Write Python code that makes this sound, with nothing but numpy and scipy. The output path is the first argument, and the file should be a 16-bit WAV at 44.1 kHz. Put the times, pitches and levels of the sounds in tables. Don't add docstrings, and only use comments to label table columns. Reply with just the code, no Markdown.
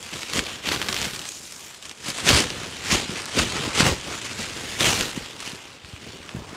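import sys
import numpy as np
from scipy import signal
from scipy.fft import rfft, irfft
from scipy.io import wavfile
from scipy.ndimage import uniform_filter1d

SR = 44100
rng = np.random.default_rng(int(sys.argv[2]) if len(sys.argv) > 2 else 0)


def store_pcm(level_fs):
    pcm = np.round(np.clip(level_fs, -1, 1) * 32767).astype(np.int16)
    wavfile.write(sys.argv[1], SR, np.atleast_2d(pcm).T)


def magnitude_from_level(level_db):
    exponent = np.asarray(level_db, float) / 20
    return 10 ** exponent


N = 289296

# start_s, effort_db, crease_fineness_db, slack_db
HANDLING = [(0, -47, 0, 4.5), (.14, -38, -6, -12), (.3, -40.5, -2.5, -9), (.61, -39.5, -9, -2),
            (.8, -35.5, -7.5, 2), (1.06, -33, -7, -6), (1.4, -46.5, 5, -2.5), (1.8, -45, -2.5, -7),
            (2.02, -47.5, -2.5, -6), (2.3, -32, -5.5, 4.5), (2.8, -36.5, -6, -5), (3.25, -36, -5, -6.5),
            (3.6, -27.5, -8, -1.5), (4.02, -37, -6, -3), (4.78, -34, -5, -3.5), (5.8, -46, -7.5, -2),
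            (5.92, -43.5, -8.5, -0.5), (6.56, -44.5, -6.5, 2)]
# full_s, hold_s, effort_db, slack_db, suddenness (>1 jerks
TUGS = [(.14, 0.043, -36.5, -3, 1.3), (.225, 0.017, -36.5, -12, 0.78), (.335, .005, -39, -16, 1.2),
        (0.374, 0.0087, -24, -1, 0.74), (.46, 0.09, -37, -3.5, 0.73), (.675, .01, -25.5, -2, 0.97),
        (.718, 0.022, -27.5, -5.5, 1.9), (0.818, .005, -37, -3, 1), (0.89, 0.0044, -29.5, -9, 1.6),
        (0.967, 0.091, -31.5, -7, 1.4), (1.5, .1, -50.5, -18, 1.4), (1.826, 0.038, -45, -4, 1.7),
        (2.078, 0.019, -29.5, -5.5, 0.72), (2.18, 0.028, -32.5, -19, 0.44),
        (2.29, 0.0066, -14, -5, 1.05), (2.341, 0.058, -18, -7, 0.9), (2.872, 0.012, -29.5, -23, 0.64),
          (2.925, 0.0053, -15, -5.5, 1.13), (2.99, .01, -33, -4, 2.5), (3.1, 0.014, -37.5, 2, 1.4),
          (3.183, 0.017, -34.5, -0.5, 0.33), (3.391, 0.0058, -17.5, 1, 1.02),
          (3.676, 0.0082, -39, -1, 0.41), (3.799, .005, -15, -6, 0.86), (3.852, 0.028, -19.5, 3, 1.08),
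          (4.074, .005, -33.5, 0, 1.1), (4.13, .03, -34.5, 0.5, 0.84), (4.255, .003, -31.5, -18, 1.7),
          (4.406, 0.0046, -29.5, -2, 1), (4.805, 0.035, -23.5, -1, 1.9), (4.844, 0.024, -19.5, -8.5, 3.55),
          (5.004, 0.0084, -25.5, 0, 1.33), (5.168, .005, -36, 0.5, 0.57), (5.403, 0.012, -36, -15, 1.6),
          (5.454, 0.044, -36, -12, 3.3), (5.86, .005, -56, -6, 2.2), (6.094, 0.031, -45.5, -6, 1),
          (6.342, .04, -54, 15, 4.3)]
# middle_s, half_width_s, dip_db
LULLS = [
    (.62, 0.011, -4.5),
    (1.8, 0.027, -5.5),
    (1.94, 0.019, -4.5),
    (2.135, 0.0085, -2),
    (3.72, 0.024, -2),
    (4.285, 0.0072, -6),
    (5.37, 0.026, -2),
    (5.79, 0.072, -4),
    (6.25, 0.069, -1.5),
    (6.43, 0.026, -2),
]
# start_s, rubbing_db
SLIDING = [(0, 5), (.4, 3.5), (.8, 10), (.95, 11), (1.35, 5), (1.7, 9), (1.8, 2), (2.45, -2), (2.85, 1),
           (3.05, -6.5), (4.3, -1), (4.85, 7), (5.6, 3), (5.8, 3), (5.95, 5), (6.4, -2)]
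# start_s, pitch_hz, share
STRETCH = [(0, 3100, 0.4), (1.2, 3320, 0.06), (1.28, 6540, 0.8), (1.45, 7200, 0), (1.6, 3260, 0.22),
           (3.0, 3040, 0.1), (3.35, 1040, 0.08), (4.1, 960, 0.28), (4.4, 3020, 0), (5.8, 3100, 0.2),
           (5.9, 4540, 0.3), (6.17, 4500, 0.4), (6.25, 1000, 0.8), (6.56, 800, 1.6)]
# freq_hz, density_db
FILM = [(500, -16), (800, -11.5), (1300, -10), (1800, -10), (2850, -7.5), (3900, -10), (7300, -10.5),
        (10000, -16.5), (15600, -33), (20000, -47)]
# freq_hz, density_db
AIR = [(15, 10.5), (30, -46), (75, -0.5), (200, -2.5), (350, -2.5), (550, -6), (900, -20.5), (2000, -38.5)]
# centre_s, peak_db, pitch_hz
HEAVES = [
    (0.391, -27, 61),
    (0.999, -31, 61),
    (2.35, -12, 78),
    (2.94, -24, 60.3),
    (3.918, -17, 68.5),
    (5.21, -32, 50.4),
    (6.413, -31, 70),
]
# centre_s, peak_db, pitch_hz
FLAPS = [(0.1607, -27, 320), (0.3642, -27, 201), (0.384, -12, 306), (0.6736, -17, 268),
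         (0.7174, -13.5, 397), (0.769, -24, 130), (0.893, -20, 235), (1.0743, -31, 190), (1.134, -27, 170),
         (2.0865, -23.5, 216), (2.332, -7, 110), (2.4073, -23, 260), (2.9275, -8.5, 202),
         (2.955, -11.5, 354), (2.977, -20, 272), (3.095, -16.5, 214), (3.3934, -42, 246), (3.414, -18, 250),
         (3.5574, -16, 270), (3.606, -21, 202), (3.6773, -14, 313), (3.8048, -4.5, 290),
         (3.8275, -8.5, 137), (3.8882, -36, 223), (4.085, -23, 262), (4.3959, -19.5, 240),
         (4.8213, -15, 390), (4.8338, -28, 250), (5.008, -20, 210), (5.4764, -27.5, 259)]
# centre_s, peak_db, pitch_hz
LANDINGS = [
    (5.1767, -13, 233),
    (5.5334, -25.5, 212),
    (5.8435, -32, 89.5),
    (5.936, -25.5, 110),
    (6.349, -17, 186),
    (6.368, -20.5, 130),
    (6.3865, -28, 130),
    (6.531, -26, 310),
]
# centre_s, peak_db, facet_hz
BIG_CREASES = [(.028, -19, 5300), (.0628, -21, 3930), (.1384, -16, 2990), (.232, -13.5, 3430),
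               (.2982, -17, 2970), (.335, -7, 4430), (.386, -10, 2920), (.3925, -1.5, 2900),
               (.467, -14.5, 3100), (.6765, -19, 2870), (.7183, -9.5, 2170), (.7208, -8.5, 3400),
               (.7617, -13, 3130), (.8164, -8, 2690), (.827, -10.5, 2760), (.8858, -6, 3510),
               (.8893, -6.5, 2550), (.9276, -5, 4730), (.9443, -7.5, 3760), (.9652, -7, 2720),
               (.9789, -16, 4260), (1.016, -5.5, 3500), (1.028, -10.5, 3830), (1.0443, -10, 3800),
               (1.0545, -11, 3140), (1.1349, -16.5, 3920), (1.1617, -16, 4750), (1.193, -13.5, 4660),
               (1.2541, -18, 3530), (1.289, -21, 3780),
               (1.319, -20, 4500), (1.5224, -24, 7170), (1.7458, -25, 3180), (1.826, -21.5, 5730),
           (1.854, -20, 3560), (1.895, -16.5, 6000), (1.913, -17.5, 3510), (2.084, -14, 5200),
           (2.1028, -9.5, 5270), (2.179, -14, 5900), (2.2674, -5, 4100), (2.2837, -10, 3780),
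           (2.2907, 4, 3310), (2.3029, -32, 3590), (2.336, -15, 3190), (2.4045, -2.5, 4440),
           (2.5036, -11, 3550), (3.219, -17, 6510), (3.257, -15, 6480), (3.397, -5, 1720),
           (3.806, 5.5, 1660), (3.866, -2.5, 1490), (4.0118, -18, 5940), (4.2154, -16, 3200),
           (4.8072, -2, 3450), (5.0099, -2.5, 4360), (5.4042, -14.5, 4060), (5.5577, -26.5, 3790),
           (5.8477, -23, 2500), (6.2921, -20.5, 2620)]

FILM_RISE_DB_PER_S, FILM_FALL_DB_PER_S = 353, 263
AIR_RISE_DB_PER_S, AIR_FALL_DB_PER_S = 308, 251


def evened(x):
    return x / np.sqrt(np.mean(x ** 2) + 1e-20)


def filtered(x, order, edge_hz, kind="lowpass"):
    return signal.sosfilt(signal.butter(order, edge_hz, kind, fs=SR, output="sos"), x)


def filtered_still(x, order, edge_hz, kind="lowpass"):
    return signal.sosfiltfilt(signal.butter(order, edge_hz, kind, fs=SR, output="sos"), x)


def add(mix, centre_s, sound):
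    start = max(round(centre_s * SR) - len(sound) // 2, 0)
    part = mix[start:start + len(sound)]
    part += sound[:len(part)]


def control(rows, column):
    rows = np.array(rows)
    return np.interp(np.arange(N) / SR, rows[:, 0], rows[:, column])


def wander(rate_hz):
    f = np.fft.rfftfreq(N, 1 / SR)
    return evened(irfft(rfft(rng.standard_normal(N)) / (1 + (f / rate_hz) ** 2), N))


def causal(gain_db):
    circle = np.r_[gain_db, gain_db[-2:0:-1]] * np.log(10) / 20
    return np.fft.ifft(np.exp(np.conj(signal.hilbert(circle)))).real[:len(gain_db)]


def grains(spectrum, pitches_hz, per_s, spread_db, clump_db, clump_hz, ring_db, q, wash):
    hz = np.fft.rfftfreq(4096, 1 / SR)
    f, db = np.transpose(spectrum)
    colour_db = np.interp(np.log(hz + 1), np.log(f), db)
    octaves = np.log2((hz + 1) / pitches_hz[:, None])
    rings_db = ring_db / (1 + (q * octaves) ** 2)
    rings_db = rings_db - 10 * np.log10(np.mean(magnitude_from_level(2 * rings_db), 0))

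    size = magnitude_from_level(spread_db * np.minimum(rng.exponential(1, N), 4)) * rng.choice([-1., 1.], N)
    clicks = evened(size * (rng.random(N) < per_s / SR))
    facet = rng.integers(0, len(pitches_hz), N)
    clumps = magnitude_from_level(clump_db * wander(clump_hz))

    out = wash * signal.oaconvolve(rng.standard_normal(N) * clumps, causal(colour_db))[:N]
    for k, ring in enumerate(rings_db):
        out += signal.oaconvolve(clicks * clumps * (facet == k), causal(colour_db + ring))[:N]
    return out


def effort(rise_db_per_s, fall_db_per_s, slack):
    step = 32
    t = np.arange(0, N, step) / SR
    handling_db = control(HANDLING, 1) + slack * control(HANDLING, 3)
    power = magnitude_from_level(2 * handling_db)[::step]
    for full_s, hold_s, db, slack_db, sudden in TUGS:
        rise_db = rise_db_per_s * sudden * np.maximum(full_s - t, 0)
        fall_db = fall_db_per_s / sudden * np.maximum(t - full_s - hold_s, 0)
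        power = power + magnitude_from_level(2 * (db + slack * slack_db - rise_db - fall_db))
    level_db = 10 * np.log10(power)
    for middle_s, half_s, dip_db in LULLS:
        level_db = level_db + dip_db * np.exp(-((t - middle_s) / half_s) ** 2)
    panel_lag_s = 0.0063
    return np.interp(np.arange(N) / SR - slack * panel_lag_s, t, level_db)


def film_effort():
    return effort(FILM_RISE_DB_PER_S, FILM_FALL_DB_PER_S, slack=0)


def valley_air():
    hush = filtered(rng.standard_normal(N), 2, [90, 2500], "bandpass")
    return magnitude_from_level(-54.5) * evened(hush)


def snow(x):
    t = np.arange(3000) / SR
    turn = 2 * np.pi * 1.313 * np.arange(N) / SR + wander(5.2)
    out = np.zeros(N)
    for share in (np.cos(turn), np.sin(turn)):
        scatter = rng.standard_normal(len(t)) * magnitude_from_level(-60 * t / 0.041) * (t > .0015)
        scatter = signal.lfilter([.4], [1, -.4], scatter)
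        out += signal.oaconvolve(x * share, scatter / np.linalg.norm(scatter))[:N]
    return magnitude_from_level(-22.0) * out


def billow():
    air = evened(grains(AIR, np.geomspace(60, 500, 8), per_s=260, spread_db=1.5, clump_db=2.0,
                        clump_hz=25.2, ring_db=11.5, q=0.78, wash=0.91))
    level_db = effort(AIR_RISE_DB_PER_S, AIR_FALL_DB_PER_S, slack=1)
    deep = filtered_still(air, 2, 70)
    deep_gain = magnitude_from_level(0.045 * (level_db + 29))
    return magnitude_from_level(level_db - 0.9) * (air - deep + deep * deep_gain)


def flaps():
    out, t = np.zeros(N), np.arange(-2000, 2000) / SR
    events = FLAPS + LANDINGS + HEAVES
    for (s, db, hz), phase in zip(events, rng.random(len(events))):
        turns = hz * t
        attack = np.exp(-(turns / .35) ** 2)
        decay = np.exp(-(abs(turns) / .85) ** 1.4)
        shape = np.where(turns < 0, attack, decay)
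        sagging = turns / (1 + 0.14 * abs(turns))
        add(out, s, magnitude_from_level(db - 3.0) * shape * np.cos(2 * np.pi * (phase + sagging)))
    return filtered(out, 2, 45, "highpass")


def big_creases():
    when, size, pitch = rng.random((170, 3)).T
    s = 6.5 * when ** 1.8
    db = film_effort()[(s * SR).astype(int)] + 9.5 - 2 * np.log(1 - .95 * size)
    facet_hz = 3800 * 2 ** (.35 * (4 * pitch - 2))
    return BIG_CREASES + list(zip(s, db, facet_hz))


def snaps(creases):
    out, t = np.zeros(N), np.arange(-300, 300) / SR
    chance = rng.standard_normal((len(creases), len(t)))
    for (s, db, hz), noise in zip(creases, chance):
        after = np.maximum(t + .0003, 0)
        ring = np.sin(2 * np.pi * hz * after) * np.exp(-after * hz / 0.46) * (1 - np.exp(-after * hz * 1.5))
        crack = noise * np.exp(-after / .0004) * (after > 0)
        snap = np.sign(noise[0]) * ring / abs(ring).max() + 1.4 * crack
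        snap = filtered(snap, 2, [.45 * hz, min(2.2 * hz, 12000)], "bandpass")
        snap = filtered(snap, 2, max(1.4 * hz, 6500))
        add(out, s, magnitude_from_level(db - 2.5) * snap / abs(snap).max())
    return out


def aftermath(creases):
    kicks = np.zeros(N)
    for s, db, _ in creases:
        kicks[round(s * SR)] = magnitude_from_level(2 * db)
    decay = np.exp(-np.arange(900) / SR / 0.0025)
    return magnitude_from_level(-38.5) * signal.oaconvolve(kicks, decay)[:N]


def patchy(x, patchy_db):
    z = signal.stft(x, nperseg=256)[2]
    patches = rng.standard_normal(z.T.shape).T
    patches = uniform_filter1d(patches, size=4, axis=0)
    patches = evened(uniform_filter1d(patches, size=24, axis=1))
    return signal.istft(z * magnitude_from_level(patchy_db * patches), nperseg=256)[1][:N]


def resonate(x, hz, width_hz):
    turn = np.exp(2j * np.pi * np.cumsum(hz) / SR)
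    r = np.exp(-np.pi * width_hz / SR)
    return 2 * (turn * signal.lfilter([1 - r], [1, -r], x / turn)).real


def crinkle(creases):
    film = grains(FILM, np.geomspace(900, 12000, 16), per_s=3500, spread_db=3.5, clump_db=1.62,
                  clump_hz=130, ring_db=8, q=3.4, wash=1.0)
    film = patchy(film, patchy_db=1.39)
    low = filtered_still(film, 3, 4500)
    below_top = filtered_still(film, 3, 9500)

    level_db = film_effort()
    fine_db = control(HANDLING, 2)
    tug_db = level_db - control(HANDLING, 1)
    rub_db = control(SLIDING, 1)
    fine = magnitude_from_level(fine_db - 0.03) * evened(below_top - low)
    finest_db = -14.5 + fine_db + 0.067 * tug_db + 0.15 * rub_db
    finest = magnitude_from_level(finest_db) * evened(film - below_top)
    sizzle = filtered_still(finest, 3, 12000, "highpass")

    film = evened(low) + fine + finest + (magnitude_from_level(rub_db) - 1) * sizzle
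    film = film + control(STRETCH, 2) * resonate(film, control(STRETCH, 1), width_hz=510)
    return film * np.sqrt(magnitude_from_level(2 * (level_db - 1.98)) + aftermath(creases))


def scene():
    creases = big_creases()
    film = crinkle(creases) + snaps(creases)
    return (valley_air() + snow(film) + billow() + flaps() + film)[None]


def low_pass(x):
    return signal.sosfilt(signal.butter(12, 15740, fs=SR, output="sos"), x)


def record(dry):
    dry = filtered(dry, 3, 38, "highpass")
    limited = .7 * np.tanh(dry / .7)
    edge = signal.firwin(511, 15700, window=("kaiser", 9), fs=SR)
    mix = signal.oaconvolve(limited, edge[None], "same")
    return low_pass(mix)


dry = scene()
out = record(dry)
store_pcm(out)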